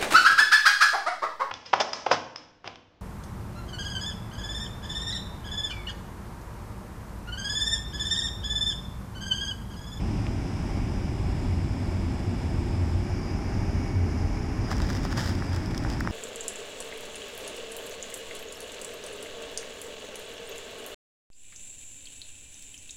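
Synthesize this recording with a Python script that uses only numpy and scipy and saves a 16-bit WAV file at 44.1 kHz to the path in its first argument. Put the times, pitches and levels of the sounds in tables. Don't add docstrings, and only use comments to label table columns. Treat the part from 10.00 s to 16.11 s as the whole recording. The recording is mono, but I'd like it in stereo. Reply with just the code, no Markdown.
import sys
import numpy as np
from scipy.fft import rfft, irfft, next_fast_len
from scipy.io import wavfile
from scipy.ndimage import map_coordinates

SR = 44100
rng = np.random.default_rng(int(sys.argv[2]) if len(sys.argv) > 2 else 0)


def dump(signal):
    limited = np.clip(np.atleast_2d(signal).T, -1, 1)
    pcm = np.round(limited * 32767).astype(np.int16)
    wavfile.write(sys.argv[1], SR, pcm)


N = 269451


def amp(db):
    return 10 ** (np.asarray(db) / 20)


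def unit(x):
    return x / np.sqrt(np.mean(x ** 2) + 1e-20)


def along(points, hz):
    freqs, values = np.transpose(points)
    return np.interp(np.log(hz + 1), np.log(freqs + 1), values)


def curves(rows):
    times, *columns = np.transpose(rows)
    return [np.interp(np.arange(N) / SR, times, column) for column in columns]


def wobble(rate):
    return map_coordinates(rng.standard_normal(int(N * rate / SR) + 4), [np.arange(N) * rate / SR])


def filtered(x, response):
    size = next_fast_len(N + SR // 4)
    return irfft(rfft(x, size) * response(np.fft.rfftfreq(size, 1 / SR)), size)[..., :N]


def panned(pan_db):
    return amp(np.array([[.5], [-.5]]) * pan_db)


def add(track, start_s, sound):
    part = track[..., round(start_s * SR):][..., :sound.shape[-1]]
    part += sound[..., :part.shape[-1]]


def blend(pair, correlation):
    angle = lambda hz: np.arccos(np.clip(along(correlation, hz), -1, 1)) / 2
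    mid, side = filtered(pair, lambda hz: np.array([np.cos(angle(hz)), np.sin(angle(hz))]))
    return np.array([mid + side, mid - side])


def left_first(pair, lead):
    return filtered(pair, lambda hz: np.exp(1j * np.array([[.5], [-.5]]) * along(lead, hz)))


def port(x, resonances):
    def bell(hz, centre_hz, width_hz, gain_db):
        detune, damping = centre_hz ** 2 - hz ** 2, 1j * hz * width_hz
        return (detune + damping * amp(gain_db / 2)) / (detune + damping / amp(gain_db / 2))
    return filtered(x, lambda hz: np.prod([bell(hz, *band) for band in resonances], axis=0))


def motor(waver=0.008, flutter=.4, flutter_hz=14):
    # time_s, pitch_hz, level_db
    motor_run = [(0, 324.3, -61), (2.1, 335.2, -48), (2.75, 346, -41.5), (3.15, 359, -42), (3.45, 380, -47),
                 (4.0, 411.7, -47.5), (4.25, 413.4, -46), (4.55, 427, -47.5), (4.85, 432, -45.5),
                 (5.1, 385.3, -48.5), (5.3, 348, -42.5), (6.11, 324.3, -60)]
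    hz, db = curves(motor_run)
    phase = 2 * np.pi * np.cumsum(hz * (1 + waver * wobble(14))) / SR
    return amp(db) * unit(1 + flutter * wobble(flutter_hz)) * np.sin(phase)


def whine(whine_hz=2280, width_hz=190, start_db=-63, fade_db_per_s=1):
    band = lambda hz: 1 / (1 + (2 * (hz - whine_hz) / width_hz) ** 2)
    ringing = unit(filtered(rng.standard_normal(N), band))
    return amp(start_db - fade_db_per_s * np.arange(N) / SR) * ringing


def converters(flare_drift_rad=.7):
    # pitch_hz, level_db
    whistles = [(797, -64), (2215, -68), (2236, -66), (2314, -67.5), (2820, -77), (2855, -70), (3468, -75),
                (3510, -77), (4152, -78), (4936, -80), (5400, -73.5), (5520, -84), (7029, -78.5),
                (10680, -88), (10801, -84)]
    # peak_s, length_s, pitch_hz, peak_db
    flares = [(.75, .6, 2210, -59), (2.0, .55, 2217, -57), (2.82, .35, 2222, -58), (3.05, .9, 2314, -61),
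              (3.4, .65, 804, -50), (3.92, .45, 2237, -54.5), (4.3, .8, 795, -50), (4.32, .6, 2230, -58),
              (4.449, .7, 2314, -60), (4.671, 0.177, 4933, -59.5), (5.509, .18, 4900, -59.5)]
    t, out = np.arange(N) / SR, np.zeros((2, N))
    for hz, db in whistles:
        for channel in out:
            phase = 2 * np.pi * (hz * t + rng.random()) + .55 * wobble(5)
            channel += amp(db + 2.2 * wobble(2)) * np.sqrt(2) * np.sin(phase)
    for peak_s, length_s, hz, db in flares:
        size = round(length_s * SR)
        tone = np.sin(2 * np.pi * hz * t + flare_drift_rad * np.array([wobble(20), wobble(20)]))
        add(out, peak_s - length_s / 2, amp(db) * np.hanning(size) * tone[:, :size])
    return out


def squeal(waver=0.016):
    # start_s, length_s, start_hz, end_hz, peak_db
    glide = (3.07, .38, 4580, 5170, -58.5)
    start_s, length_s, start_hz, end_hz, db = glide
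    out, size = np.zeros((2, N)), round(length_s * SR)
    jitter = np.array([wobble(210), wobble(197)])[:, :size]
    hz = np.linspace(start_hz, end_hz, size) * (1 + waver * jitter)
    add(out, start_s, amp(db) * np.hanning(size) * np.sin(2 * np.pi * np.cumsum(hz, axis=1) / SR))
    return out


def snap(start_s=.2676, level_db=-24, pitch_hz=2350, ring_s=0.0006, pan_db=-6):
    age = np.maximum(np.arange(N) / SR - start_s, 0)
    return amp(level_db) * np.exp(-age / ring_s) * np.sin(2 * np.pi * pitch_hz * age) * panned(pan_db)


def hand_effort(grip_s=4.70, grip_rise_s=0.046, rustle_db=-46.5, rustle_treble_db=-2, attack_s=0.013):
    # peak_s, peak_db, release_s, treble_db
    strokes = [(4.717, -33, 0.028, -1.5), (4.825, -40, 0.07, 0), (4.895, -41, 0.1, 2),
               (4.965, -40, 0.02, 1.5), (5.048, -39.5, .025, 2), (5.12, -39, .015, 3),
               (5.178, -32.3, 0.08, 2.5), (5.243, -38, 0.075, 5.3), (5.297, -40.5, .025, 3),
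               (5.533, -37.5, .045, -3), (5.91, -39, 0.04, -1)]
    t = np.arange(N) / SR
    fade_in = np.clip(1 + (t - grip_s) / grip_rise_s, 0, 1)
    power = (amp([[rustle_db], [rustle_db + rustle_treble_db]]) * fade_in) ** 2
    for peak_s, db, release_s, treble_db in strokes:
        stroke = amp(db - 10 * np.maximum((peak_s - t) / attack_s, (t - peak_s) / release_s))
        power += (stroke * amp([[0], [treble_db]])) ** 2
    return np.sqrt(power)


def rubbing(trim_db=-1, grain_db=2.4, clump_db=1, split_hz=2600):
    # freq_hz, gain_db
    case_colour = [(200, -21), (480, 7.5), (800, 4), (1200, 3), (1900, 2.5), (2600, -5.5), (3300, 0),
                   (4700, -3.5), (5600, -10.5), (7000, -12), (8000, -10.5), (11000, -17.5), (16000, -23)]
    # freq_hz, correlation
    case_correlation = [(500, 0.71), (1900, 0.84), (2600, .68), (5500, 0.5), (8000, 0.16)]
    # centre_hz, width_hz, gain_db
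    case_to_right = [(2160, 1700, 4.5), (3450, 960, -14), (5430, 900, 1), (7600, 1200, 3.5),
                     (9000, 1500, -4)]
    slips = amp(grain_db * wobble(600) + clump_db * wobble(150))
    friction = blend(slips * rng.standard_normal((2, N)), case_correlation)
    friction = unit(filtered(friction, lambda hz: amp(along(case_colour, hz))))
    dull = filtered(friction, lambda hz: 1 / (1 + (hz / split_hz) ** 4))
    rub, rasp = hand_effort()
    left, right = rub * dull + rasp * (friction - dull)
    return amp(trim_db) * np.array([left, port(right, case_to_right)])


def knocks(pan_db=-4, trim_db=-1.4, cutoff_hz=2400):
    # centre_s, level_db, pitch_hz, ring_cycles
    hits = [(4.7160, -17, 1050, 0.58), (4.8030, -20.5, 1303, 0.41), (4.903, -21.5, 1450, 0.45),
            (4.952, -26, 1600, .7), (5.0526, -20.5, 920, 0.57), (5.1280, -22, 1460, 0.8),
            (5.1813, -20, 1000, 0.49), (5.189, -25, 900, .5), (5.295, -27, 1450, 0.72),
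            (5.4236, -21.5, 1480, 0.65), (5.746, -26.5, 1600, .8), (5.8501, -22, 1400, 0.84),
            (6.0087, -17, 1630, 1), (6.051, -25, 1150, .7), (6.0750, -11.5, 1280, 0.47)]
    out, t = np.zeros(N), np.arange(-SR // 200, SR // 200) / SR
    for centre_s, db, hz, cycles in hits:
        envelope = amp(db + trim_db) * np.exp(-(t * hz / cycles) ** 2)
        add(out, centre_s + t[0], envelope * np.sin(2 * np.pi * hz * t))
    return filtered(out, lambda hz: 1 / np.sqrt(1 + (hz / cutoff_hz) ** 10)) * panned(pan_db)


def ticks(attack_s=0.00069, trim_db=-5.5, tilt_hz=6000):
    # start_s, level_db, pan_db, treble_tilt_db_per_octave
    slips = [(4.7145, -27, 3, 2), (4.7675, -27, 3, 1), (4.7815, -31, 2, 5), (4.8015, -22, 6, -4),
             (4.8184, -21, 3, -1), (4.838, -32, 3, -2), (4.8688, -31, 3, -2), (4.9013, -22.5, 7, -1.5),
             (4.931, -28, 5, -4), (4.950, -22.5, 6, -5), (4.957, -26, 6, -5), (4.972, -27, 6, -4),
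             (5.0325, -35, 2, 6), (5.050, -24, 4, -1), (5.1262, -23, 1, -1), (5.1745, -16, 1, -6),
             (5.181, -21, 1, -8), (5.192, -18, -1, -5), (5.222, -25, 2, -3), (5.293, -26, 2, -1),
             (5.3527, -29, 1, 0), (5.5308, -32, -4, 2), (5.547, -28, -2, 1), (5.5615, -22.5, 3, -1),
             (5.659, -29, 2, 1), (5.7465, -24, 0, -6), (5.7778, -19, -1, 1), (5.837, -27, 4, -5),
             (5.9005, -21.5, 5, -3), (5.926, -27, 3, -6), (5.935, -27, 3, -6), (6.005, -23.5, -1, 5),
             (6.0738, -26, 0, -8)]
    # freq_hz, gain_db
    tick_colour = [(800, -18), (2000, -9), (3800, 0.5), (5200, -1), (7500, -5), (10000, -11.5),
                   (16000, -16)]
    out, age = np.zeros((2, N)), np.arange(SR // 50) / SR / attack_s
    hz = np.fft.rfftfreq(len(age), 1 / SR)
    for start_s, db, pan_db, tilt in slips:
        colour = amp(along(tick_colour, hz) + tilt * np.log2(.5 + hz / tilt_hz))
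        crack = irfft(rfft(rng.standard_normal((2, len(age)))) * colour, len(age))
        envelope = amp(db + trim_db) * age * np.exp(1 - age)
        add(out, start_s, envelope * panned(pan_db) * crack)
    return out


def hand():
    # freq_hz, lead_rad
    case_lead = [(500, .2), (1200, 0.6), (2000, 1.27), (2850, 2.5), (3500, 5.8), (4450, 8.6), (5100, 9.9)]
    return left_first(rubbing() + knocks(), case_lead) + ticks()


def outdoors(colour):
    # freq_hz, correlation
    air_correlation = [(25, 0.91), (80, 1), (160, 0.86), (300, .95), (400, 0.69), (520, 0.37), (750, 0.66),
                       (1200, 0.45), (1900, 0.4), (2450, 0.16), (3200, 0.27), (5000, 0.047)]
    # freq_hz, lead_rad
    air_lead = [(300, 0), (560, 0.26), (850, 0.35), (1200, 1.5), (1600, 2), (2500, 2.5), (3300, 2.6)]
    noise = filtered(rng.standard_normal((2, N)), lambda hz: amp(along(colour, hz)))
    return unit(left_first(blend(noise, air_correlation), air_lead))


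def drone(pitch_hz=87.5, wander=0.045, throb=.75, throb_hz=17, trim_db=-3):
    # time_s, level_db
    swell = [(0, -33.5), (.55, -39.5), (1.6, -30), (2.2, -29), (2.7, -26.5), (3.3, -32), (4.1, -25.5),
             (4.65, -34.5), (5.1, -29.5), (6.11, -38)]
    db, = curves(swell)
    phase = 2 * np.pi * np.cumsum(pitch_hz * (1 + wander * wobble(16))) / SR
    return amp(db + trim_db) * unit(1 + throb * wobble(throb_hz)) * np.sqrt(2) * np.sin(phase)


def blowers(rumble_db=-28.5, surge_db=.5, air_db=-41, flutter_db=.5):
    # freq_hz, gain_db
    rumble_colour = [(8, -20), (22, -7), (40, -0.5), (56, 1.5), (74, -5), (102, 0), (130, -5), (160, -8),
                     (185, -6), (203, -8), (260, -8.5), (355, -13), (460, -25.5), (800, -65)]
    # freq_hz, gain_db
    air_colour = [(200, -7.5), (420, -3), (520, -1.5), (620, 1), (690, -1), (800, 1), (1250, -6),
                  (2000, -7.5), (3000, -16.5), (4200, -19.5), (7000, -24.5), (10500, -28.5), (13000, -37),
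                  (16000, -70)]
    rumble, air = outdoors(rumble_colour), outdoors(air_colour)
    return amp(rumble_db + surge_db * wobble(4.16)) * rumble + amp(air_db + flutter_db * wobble(9)) * air


def scene():
    train = blowers() + drone() + converters() + whine() + squeal() + snap()
    return train + motor() + hand()


def record(dry):
    # centre_hz, width_hz, gain_db
    left_port = [(2540, 760, 5.5), (4240, 570, -7.2), (5065, 960, 16.5), (5980, 760, -4.5), (7100, 700, 1),
                 (8500, 730, -2.5)]
    # [(centre_hz, width_hz, gain_db)]
    right_port = [(0, [(1550, 600, 1.5), (2400, 650, -2.5), (3150, 900, 5.5), (4500, 800, -4.5),
                  (5700, 1100, 10.5), (7950, 1700, 5)]), (1.12, [(2600, 430, -2.5), (3400, 500, 4.5),
                  (5400, 900, 8), (7600, 1500, 7.5)]), (3.06, [(1900, 1400, 4), (3850, 950, -8),
                  (5550, 1450, 13), (6750, 700, 4), (7900, 1000, -2)]), (5.35, [(1900, 1400, 4),
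                  (3850, 950, -9), (5550, 1450, 12), (7500, 1200, 2.5), (11300, 2000, -1.5)])]
    top_hz = 15900
    left, right = port(dry[0], left_port), port(dry[1], right_port[0][1])
    for start_s, resonances in right_port[1:]:
        crossfade, = curves([(start_s - .05, 0), (start_s + .05, 1)])
        right = (1 - crossfade) * right + crossfade * port(dry[1], resonances)
    return filtered(np.array([left, right]), lambda hz: hz < top_hz)


dry = scene()
out = record(dry)
dump(out)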